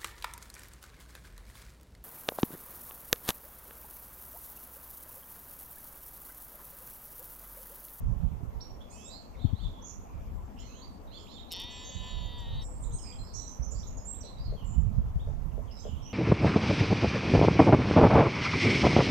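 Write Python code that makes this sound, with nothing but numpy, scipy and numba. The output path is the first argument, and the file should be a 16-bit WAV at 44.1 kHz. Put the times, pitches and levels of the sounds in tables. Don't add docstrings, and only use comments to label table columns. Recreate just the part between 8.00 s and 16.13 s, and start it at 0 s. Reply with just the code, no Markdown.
import sys
import numpy as np
from scipy import signal
from scipy.io import wavfile
from scipy.ndimage import uniform_filter1d
from numba import njit

SR = 44100
rng = np.random.default_rng(int(sys.argv[2]) if len(sys.argv) > 2 else 0)


def to_wav(s):
    ch = np.atleast_2d(s).T
    pcm = np.round(np.clip(ch, -1, 1) * 32767)
    wavfile.write(sys.argv[1], SR, pcm.astype(np.int16))


N = 358533

# t/s, shape (0 outbreak, 0.5 half open, 1 held, 2 and above closing)
MOUTH = [(3.51, 0.02), (3.55, 0.54), (3.61, 0.79), (3.7, 0.91), (4.05, 1.18), (4.43, 1.56), (4.46, 1.32),
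         (4.6, 1.92), (4.63, 3.9)]


def sheep(jitter=.0012, rasp_jitter=.002, shimmer_db=1.0, breath_db=-40):
    # t/s, f/Hz, level/dB
    bleat = [(3.516, 167.9, -41), (3.55, 173.6, -40.5), (3.585, 202.5, -44), (3.6, 213.4, -40),
             (3.641, 241.8, -43.5), (3.7, 248.2, -47), (3.901, 252.8, -50), (4.1, 252.2, -47),
             (4.301, 244.3, -50), (4.379, 244.6, -49), (4.43, 238.7, -50), (4.445, 233.4, -51.5),
             (4.499, 233, -51), (4.56, 228.6, -50), (4.611, 221.3, -49.5), (4.633, 208, -53)]
    # t/s, strength/dB
    clicks = [(3.5179, -17.5), (3.5244, -15), (3.5304, -22), (3.5364, -25), (3.5643, -30), (3.5997, -25),
              (3.6054, -28), (3.6177, -27), (3.6391, -33), (4.4069, -38), (4.6274, -43)]
    onset_s, release_s, edge_db = 0.0085, 0.014, -13
    quaver_hz, quaver_depth, quaver_from_s = 16, 0.0063, 4.44
    (first_s, first_hz, first_db), (last_s, last_hz, last_db) = bleat[0], bleat[-1]
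    rows = [(first_s - onset_s, first_hz, first_db + edge_db), *bleat,
            (last_s + release_s, last_hz, last_db + edge_db)]
    pitch_hz, level_db = in_time(rows)
    start, end = round(rows[0][0] * SR), round(rows[-1][0] * SR)
    rasp = 1 - np.minimum(in_time(MOUTH)[0], 1)
    tired_s = np.maximum(np.arange(N) / SR - quaver_from_s, 0)
    quaver = -quaver_depth * np.sin(2 * np.pi * quaver_hz * tired_s)
    cycles = np.cumsum(pitch_hz * (1 + quaver + (jitter + rasp_jitter * rasp) * drift(46))) / SR
    cycles -= cycles[round((clicks[0][0] + .001) * SR)]
    pulse_at = np.flatnonzero(np.diff(np.floor(cycles)))
    late = (cycles[pulse_at + 1] % 1) * SR / pitch_hz[pulse_at]
    strength = amp(shimmer_db * rng.standard_normal(N)[pulse_at])
    source = amp(breath_db + 6 * rasp * (1 - cycles % 1)) * rng.standard_normal(N)
    source[pulse_at] += strength * late
    source[pulse_at + 1] += strength * (1 - late)
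    voice = amp(level_db) * throat(source)
    voice[:start], voice[end:] = 0, 0
    click_train = np.zeros(N)
    for s, db in clicks:
        nearest = np.argmin(abs(pulse_at - (s + .001) * SR))
        click_train[pulse_at[nearest]] = amp(db)
    return voice + band(click_train, 4000, 18000)


def throat(source, wander=.012, wander_db=1.8, wander_hz=5):
    # f/Hz (outbreak, half open, held), width/Hz, gain/dB (outbreak, held, closing)
    formants = [(900, 930, 976, 90, -15, 5.5, -4), (2150, 1950, 1887, 170, -16, 2, -11),
                (2550, 2550, 2550, 270, -14, -1, -24), (2850, 3080, 3153, 324, 4, 7, -6),
                (3950, 3540, 3720, 200, 8, 7.5, 6), (4400, 4300, 4466, 200, -5, 1, -11),
                (5330, 5300, 5640, 350, 8, -2.5, -50)]
    shape, = in_time(MOUTH)
    out = np.zeros(N)
    for k, (outbreak_hz, half_hz, held_hz, width, *levels_db) in enumerate(formants):
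        hz = np.interp(shape, [0, .5, 1], [outbreak_hz, half_hz, held_hz])
        turn = 2 * np.pi * hz * (1 + wander * drift(wander_hz)) / SR
        r = np.exp(-np.pi * width / SR)
        gain = amp(np.interp(shape, [0, 1, 2], levels_db) + wander_db * drift(wander_hz))
        out += (-1) ** k * gain * moving_resonance(moving_resonance(source, turn, r), turn, r * r)
    out -= resonance(out, hz=1330, width=400)
    return out / np.sqrt(uniform_filter1d(out ** 2, 1500) + 1e-12)


def birds(burr_hz=250, octave_db=-18, trees_t60_s=0.42, trees_db=-1.5):
    # f/Hz, gain on the left/dB
    shadow = [(2000, 4), (3000, -1.5), (4200, -9.5), (6000, -18), (7500, -45), (11000, -32)]
    direct = np.zeros((2, N + SR))
    for s, hz, db, burr, rise in whistles():
        n, mid_hz = len(hz), hz.mean()
        u = np.arange(n) / n
        phase = 2 * np.pi * np.cumsum(hz) / SR
        tremble = drift(burr_hz, size=SR // 2)[:n] + 1j * drift(burr_hz, size=SR // 2)[:n]
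        burr_share = np.clip(burr, 0, 1) ** 2
        modulation = np.sqrt(1 - burr_share) + np.sqrt(burr_share / 2) * tremble
        tone = np.real(modulation * np.exp(1j * phase))
        octave = amp(octave_db) * np.sin(2 * phase) * (mid_hz < 3800)
        swell = np.sin(np.pi / 2 * np.minimum(u / rise, (1 - u) / (1 - rise)))
        tone_left, octave_left = amp([at_hz(shadow, mid_hz), at_hz(shadow, 2 * mid_hz)])
        i = round(s * SR)
        direct[0, i:i + n] += amp(db + 3) * swell * (tone_left * tone + octave_left * octave)
        direct[1, i:i + n] += amp(db + 11) * swell * (tone + octave)
    direct = direct[:, :N]
    return direct + amp(trees_db) * np.array([scatter(side, trees_t60_s) for side in direct])


def whistles(glide_power=2.2, glide_rise=.36, arch_rise=.68):
    # t/s, length/s, start f/Hz, end f/Hz, level/dB, burr (0-1)
    glides = [(0.601, 0.018, 3250, 5600, -66, 0.4), (0.604, 0.019, 3280, 4800, -59, 0),
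              (0.607, 0.035, 5520, 5600, -52.5, 0.34), (0.8, 0.038, 3090, 3510, -64, 0.75),
              (0.893, .097, 6070, 7520, -61, 0.9), (0.898, 0.064, 7000, 9170, -64, 0.9),
              (0.891, 0.23, 4640, 6770, -67.5, 0.8), (0.902, 0.091, 3760, 4900, -74, 0),
              (.905, 0.22, 2493, 2638, -69.5, 0.5), (.907, 0.19, 7300, 11100, -77.5, 0),
              (0.945, 0.16, 2740, 3520, -69, 0.4), (0.983, 0.13, 5270, 5460, -67, 0.9),
              (1.034, 0.062, 6970, 7700, -55.5, .17), (1.075, 0.025, 6870, 7220, -57, 1),
              (1.096, 0.077, 4370, 4780, -59.5, 0.8), (1.334, 0.033, 2810, 2085, -69, 0.7),
              (1.347, 0.17, 3380, 4370, -71.5, 0.7), (1.433, 0.11, 3500, 3280, -71, 1),
              (1.526, 0.13, 3100, 4530, -67, 0.6), (1.624, 0.074, 3673, 3526, -61, 0.97),
              (1.727, 0.13, 3430, 3364, -66, 0.56), (1.842, 0.1, 6370, 5800, -57.5, 0.7),
              (1.995, 0.4, 2620, 2273, -79.5, 0.9), (2.252, 0.34, 7500, 7270, -86, 0.1),
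              (2.561, 0.099, 2660, 3210, -64.5, 0.9), (2.583, 0.042, 5100, 5530, -65.5, 1),
              (2.59, 0.049, 6850, 7080, -62.5, 0.9), (2.594, 0.11, 4000, 4350, -71, 0.6),
              (2.599, 0.093, 1880, 2220, -75.5, 0.7), (2.626, 0.14, 6100, 6360, -66.5, 1),
              (2.724, 0.11, 6290, 6700, -64.5, 0.87), (2.63, 0.29, 4240, 3940, -70.5, 0.9),
              (2.671, 0.086, 2450, 2630, -69.5, 0.5), (2.727, 0.094, 2600, 3410, -68.5, 0.2),
              (2.813, 0.053, 4160, 4690, -58, 0.35), (3.067, 0.048, 3840, 3800, -69.5, 0.7),
              (3.102, 0.097, 3800, 4460, -62.5, 0.8), (3.163, 0.058, 4000, 5080, -64.5, 1),
              (3.171, 0.11, 3460, 3290, -66, 0.95), (3.12, .19, 6620, 7260, -70.5, 0.8),
              (3.266, 0.025, 2030, 3500, -62, 0.2), (3.273, 0.091, 3470, 4480, -62.5, 0.6),
              (3.27, 0.11, 5160, 5250, -72, 0.8), (3.48, 0.035, 3600, 4400, -68, .3),
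              (3.367, 0.062, 3690, 3660, -57.5, 0.8), (3.318, 0.057, 6530, 7170, -69, .5),
              (3.697, 0.047, 7600, 6000, -64, 1), (3.704, 0.22, 7830, 7000, -61.5, 0.4),
              (3.84, 0.059, 6320, 6400, -54.5, 0.14), (3.888, 0.02, 6606, 6600, -50, 0.24),
              (3.9, 0.032, 6050, 5900, -66, .36), (3.904, 0.13, 7600, 7030, -63.5, 0),
              (4.021, 0.14, 7420, 6910, -62, 0.01), (4.17, 0.14, 7100, 6790, -71, 0.5),
              (4.377, 0.029, 7900, 7020, -66, 0.2), (4.385, 0.024, 6160, 5560, -68, 1),
              (4.608, 0.034, 5540, 5550, -63.5, 0.9), (4.609, 0.2, 8300, 7530, -62, 0.4),
              (4.631, 0.054, 7550, 7300, -59.5, 0.8), (4.733, 0.073, 8900, 8400, -72, 0.7),
              (4.75, .03, 7300, 7300, -70, 0.4), (4.795, 0.068, 8550, 8320, -62, 0.4),
              (4.818, 0.036, 8500, 7130, -58, 0.6), (4.819, 0.078, 7420, 7230, -60, 0.96),
              (4.835, 0.02, 3010, 3940, -67.5, 0.9), (4.9, 0.055, 2890, 4150, -69, 0.7),
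              (4.901, 0.16, 6290, 6740, -59, 1), (4.924, 0.078, 8320, 8220, -51, 0.47),
              (4.982, 0.034, 5170, 5270, -63, 0.7), (4.983, 0.031, 3550, 2880, -68.5, .2),
              (5.037, 0.12, 2490, 2390, -68, 0.95), (5.011, 0.12, 5480, 4780, -57, 0.6),
              (5.019, 0.27, 7530, 7510, -63.5, 1), (5.121, 0.022, 3300, 3185, -61, 0.6),
              (5.183, 0.045, 4120, 4180, -60.5, 0.23), (5.228, 0.08, 5000, 5300, -65.5, 0.6),
              (5.252, 0.13, 4590, 4450, -64.5, 0.83), (5.314, 0.22, 8200, 7440, -64.5, 0.3),
              (5.331, .11, 5420, 5940, -49.5, 0.25), (5.332, 0.069, 6130, 6760, -51, 0.3),
              (5.335, 0.19, 4110, 4050, -68.5, 0.97), (5.467, 0.045, 5880, 6080, -50.5, 0.93),
              (5.524, 0.046, 6030, 5850, -62, 0.85), (5.619, 0.057, 5530, 6450, -54, 0.5),
              (5.652, 0.14, 5880, 5370, -67, 0.9), (5.704, 0.055, 7350, 7300, -55.5, 0.73),
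              (5.709, 0.027, 7170, 6700, -50.5, 0.3), (5.742, 0.08, 4560, 4920, -65, 0.8),
              (5.783, 0.049, 5600, 5600, -58.5, 0.8), (5.794, 0.015, 6500, 6000, -58, .5),
              (5.828, 0.02, 2800, 4240, -62, 0.2), (5.864, 0.037, 6280, 6810, -54, 0.6),
              (5.969, 0.026, 6840, 6810, -53, 0.94), (5.97, 0.055, 5500, 5200, -69, 0.8),
              (6.046, 0.043, 7170, 7230, -50.5, 0.35), (6.063, 0.084, 7350, 7690, -45.5, 0),
              (6.131, 0.046, 2520, 4000, -73, 0.3), (6.134, 0.028, 8440, 8030, -58, 0.9),
              (6.178, 0.021, 7470, 7500, -60, 0.6), (6.204, 0.03, 5930, 5870, -53.5, 0.55),
              (6.226, 0.013, 6640, 4160, -60, 1), (6.227, 0.1, 3930, 4104, -60.5, 1),
              (6.363, 0.048, 3840, 3960, -64.5, 0.5), (6.377, 0.094, 4500, 4900, -62, .5),
              (6.438, 0.1, 4400, 4280, -63, 0.67), (6.554, 0.12, 3490, 2830, -66.5, 0.5),
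              (6.64, 0.13, 7380, 7170, -60.5, 0.78), (6.728, 0.038, 3230, 2900, -72, 0.4),
              (7.192, 0.033, 2960, 3800, -65, 0), (7.513, 0.02, 3370, 2570, -73, 0),
              (7.666, 0.077, 3510, 2750, -69.5, 0.66), (7.708, 0.034, 4730, 5430, -61, 0.6),
              (7.748, 0.092, 5520, 5110, -61, 0.94), (7.752, 0.089, 4030, 3840, -74, 0.5),
              (7.755, 0.2, 7950, 6930, -69, 0.5), (7.791, 0.028, 5620, 6280, -58, 0.5),
              (7.818, .17, 3446, 2896, -66.5, 1), (7.944, 0.098, 3340, 3140, -68, 1),
              (8.026, 0.15, 3130, 2830, -65, 1), (8.016, 0.13, 5440, 6050, -60, 0.44)]
    # t/s, length/s, f/Hz (start, middle, end), level/dB, burr (0-1)
    arches = [(1.04, .175, 3500, 4030, 4620, -58.5, .1), (1.385, .085, 2800, 3700, 2750, -63.5, .25),
              (1.585, .075, 2400, 3600, 3000, -61, .25), (1.812, .11, 5700, 6700, 6300, -53, .65),
              (3.112, .08, 2400, 3500, 2850, -60, .25), (3.308, .085, 2800, 3650, 2850, -60, .4)]
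    for s, length, start_hz, end_hz, db, burr in glides:
        hz = end_hz + (start_hz - end_hz) * (1 - progress(length)) ** glide_power
        yield s, hz, db, burr, glide_rise
    for s, length, *pitches_hz, db, burr in arches:
        parabola = np.polyfit([0, .5, 1], pitches_hz, 2)
        yield s, np.polyval(parabola, progress(length)), db, burr, arch_rise


def wind(lumps_db=3.0, lumps_hz=14, brightening=0.58):
    out = []
    for level_db in (gust_level(1), gust_level(-1)):
        deep = rms_one(band(band(rng.standard_normal(N), 27.0, 68.9, order=1), 10.3, 114.0, order=3))
        upper = rms_one(band(band(rng.standard_normal(N), 88, 155, order=1), 64, 193, order=3))
        gain = amp(level_db + lumps_db * drift(lumps_hz))
        out.append(gain * (deep + amp(8.5) * gain ** brightening * upper))
    return np.array(out)


def gust_level(side, calm_db=-52, fall_db=11.5):
    # peak t/s, half-length/s, level/dB, port (1 left, -1 right)
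    gusts = [(0.01, 0.063, -27.5, 1), (.5, 0.32, -55, 1), (0.854, 0.29, -49, 1), (1.464, 0.071, -25.5, 1),
             (1.64, 0.058, -30.5, 1), (2.38, 0.18, -34, 1), (2.99, 0.24, -47, 1), (3.57, 0.32, -46.5, 1),
             (4.543, 0.18, -34.5, 1), (4.968, 0.18, -35.5, 1), (5.282, 0.11, -42, 1), (5.886, 0.2, -34, 1),
             (6.496, 0.13, -33.5, 1), (7.098, 0.21, -32, 1), (7.7, 0.44, -54, 1), (0.19, 0.28, -25.5, -1),
             (0.453, 0.22, -35.5, -1), (1.682, 0.092, -36.5, -1), (2.18, 0.29, -40.5, -1),
             (2.703, 0.36, -50, -1), (3.097, 0.048, -38.5, -1), (4.004, 0.059, -35, -1),
             (4.226, 0.13, -33, -1), (4.548, 0.25, -35, -1), (4.843, 0.18, -31.5, -1),
             (5.198, 0.051, -35, -1), (5.394, 0.047, -31, -1), (5.75, 0.12, -29, -1), (6.08, 0.3, -39, -1),
             (6.494, 0.16, -33.5, -1), (6.797, 0.15, -23.5, -1), (6.998, 0.089, -26, -1),
             (7.397, 0.32, -27.5, -1), (7.946, 0.15, -30.5, -1)]
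    t = np.arange(0, N, 200) / SR
    power = amp(2 * calm_db) + sum(amp(2 * (db - fall_db * abs(t - s) / half_s))
                                   for s, half_s, db, port in gusts if port * side > 0)
    return np.interp(np.arange(N) / SR, t, 10 * np.log10(power))


def buffets(peak_cycles=0.85, sag=0.24):
    # t/s, level/dB, nominal f/Hz, left over right/dB
    eddies = [(0.427, -20.5, 111, -33), (1.442, -5, 103, 50), (1.526, -10, 92.6, 41),
              (3.95, -22.5, 80.6, -41), (5.589, -14.5, 57, -35), (6.681, -23, 80, -25),
              (6.773, -7, 64, -41), (7.151, -11.5, 59.6, 29), (7.886, -23, 90.8, -30),
              (7.925, -20.5, 83, -32)]
    out, t = np.zeros((2, N + 8000)), np.arange(8000) / SR
    for (s, db, hz, pan_db), offset in zip(eddies, rng.uniform(0, 2 * np.pi, (len(eddies), 2))):
        age = t * hz / peak_cycles
        swell = (age * np.exp(1 - age)) ** 2
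        phase = 2 * np.pi * 1.325 * np.log(1 + sag * t * hz) / sag
        swing = np.sin(phase + offset[0]) + 0.38 * swell * np.sin(2.15 * phase + offset[1])
        loss_db = 10 * np.log10(6 + 10 ** (np.array([[-pan_db], [pan_db]]) / 10))
        i = round(s * SR)
        out[:, i:i + len(t)] += amp(db + 1.5 - loss_db) * swell * swing
    return out[:, :N]


def knocks(spread_db=1.3):
    # t/s, strength/dB
    blows = [(5.725, -47), (5.975, -44.5), (6.239, -41), (6.524, -38), (7.274, -37.5), (7.579, -36.5),
             (7.853, -35)]
    # f/Hz, width/Hz, gain/dB
    modes = [(455, 95, 30.5), (570, 77, 27)]
    out = np.zeros(N)
    for (s, db), balance_db in zip(blows, rng.normal(0, spread_db, (len(blows), 2))):
        force, i = np.full(8000, 1e-18), round((s - .008) * SR)
        for lag_s, lag_db in [(0, -11), (.008, 11.5), (.03, -28)]:
            force[round(lag_s * SR)] = amp(db + lag_db)
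        for (hz, width, gain_db), own_db in zip(modes, balance_db):
            ring = resonance(resonance(force, hz, width), hz, 2 * width)
            out[i:i + 8000] += amp(gain_db + own_db) * ring[:N - i]
    out += amp(-1) * scatter(out, t60=0.056)
    return out * amp([[4], [-7]])


def coos(flutter_db=4.0, flutter_hz=18):
    # t/s, length/s, start f/Hz, end f/Hz, level/dB
    hoots = [(4.4, 0.14, 512.4, 520, -62), (4.65, 0.13, 501, 502, -57), (4.85, 0.15, 485, 456, -54.5),
             (5.08, 0.12, 470, 530, -54), (5.18, 0.18, 523, 494, -61), (5.65, 0.17, 499, 519, -55),
             (6.27, 0.097, 535, 513, -56.5)]
    out = np.zeros(N)
    for s, length, start_hz, end_hz, db in hoots:
        u, i = progress(length), round(s * SR)
        phase = 2 * np.pi * np.cumsum(start_hz + (end_hz - start_hz) * u) / SR
        out[i:i + len(u)] += amp(db) * np.sin(np.pi * u) * np.sin(phase)
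    out *= amp(flutter_db * drift(flutter_hz))
    return (out + amp(-8) * scatter(out, t60=.3)) * amp([[0], [-8]])


def rumble_and_hiss(level_db=-52, flicker_db=1.76, lead_samples=15):
    # f/Hz, relative level/dB
    spectrum = [(88, -37), (150, -11.5), (213, 3), (348, -11), (457, -5.5), (555, -12.5), (649, -7.5),
                (960, -10), (1530, -24), (3040, -29.5), (3840, -37), (7040, -32.5), (9080, -44.5),
                (14500, -31.5), (16000, -38)]
    # f/Hz, coherence (0-1)
    coherence = [(130, .3), (290, .8), (640, .5), (1000, .15), (2000, .1), (15000, .2)]
    # f/Hz, left over right/dB
    leaning = [(60, 0.5), (110, -40), (200, 3.5), (380, 3.5), (700, 7.5), (1290, -3), (2380, -0.5),
               (4400, -6), (8120, -2.5), (15000, 2.5)]
    out, edges = 0, 110 * 2 ** (np.arange(23) / 3)
    white, flicker = rng.standard_normal((2, 2, N)), drift(7.9)
    for k, (low, high) in enumerate(zip(edges, edges[1:])):
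        mid, side = band(white[k % 2], low, high)
        hz = np.sqrt(low * high)
        alike, lean_db = np.clip(at_hz(coherence, hz), 0, 1), at_hz(leaning, hz) / 2
        gain = amp(at_hz(spectrum, hz) + flicker_db * np.roll(flicker, 15013 * k))
        lag = lead_samples if hz < 900 else 0
        common = np.sqrt(1 + alike) * np.array([mid, np.roll(mid, lag)])
        opposed = np.sqrt(1 - alike) * side * [[1], [-1]]
        out = out + gain * amp([[lean_db], [-lean_db]]) * (common + opposed)
    return amp(level_db) * rms_one(out)


def scatter(x, t60, first_echo_s=.012):
    t = np.arange(int(t60 * SR)) / SR
    tail = rng.standard_normal(SR)[:len(t)] * amp(-60 * t / t60) * (t > first_echo_s)
    return signal.fftconvolve(x, tail / np.sqrt(np.sum(tail ** 2)))[:N]


def resonance(x, hz, width):
    r = np.exp(-np.pi * width / SR)
    poles = [1, -2 * r * np.cos(2 * np.pi * hz / SR), r * r]
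    return signal.lfilter([(1 - r * r) / 2, 0, (r * r - 1) / 2], poles, x)


@njit
def moving_resonance(x, turn, r):
    y = np.zeros(len(x))
    for i in range(2, len(x)):
        drive = (1 - r * r) / 2 * (x[i] - x[i - 2])
        y[i] = drive + 2 * r * np.cos(turn[i]) * y[i - 1] - r * r * y[i - 2]
    return y


def band(x, low_hz, high_hz, order=2):
    return signal.sosfilt(signal.butter(order, [low_hz, high_hz], "band", fs=SR, output="sos"), x)


def drift(hz, size=N):
    r = np.exp(-2 * np.pi * hz / SR)
    return rms_one(signal.lfilter([1], [1, -2 * r, r * r], rng.standard_normal(size + 4000))[4000:])


def amp(db):
    return 10 ** (np.asarray(db) / 20)


def rms_one(x):
    return x / np.sqrt(np.mean(x ** 2) + 1e-20)


def in_time(rows):
    s, *columns = np.transpose(rows)
    return [np.interp(np.arange(N) / SR, s, c) for c in columns]


def at_hz(points, hz):
    frequencies, values = np.transpose(points)
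    return np.interp(np.log(hz), np.log(frequencies), values)


def progress(length):
    return np.arange(int(length * SR)) / (length * SR)


def scene():
    return sheep() + birds() + knocks() + coos() + wind() + buffets() + rumble_and_hiss()


def record(dry, stopband_hz=16300):
    return signal.sosfilt(signal.cheby2(12, 70, stopband_hz, fs=SR, output="sos"), dry)


dry = scene()
out = record(dry)
to_wav(out)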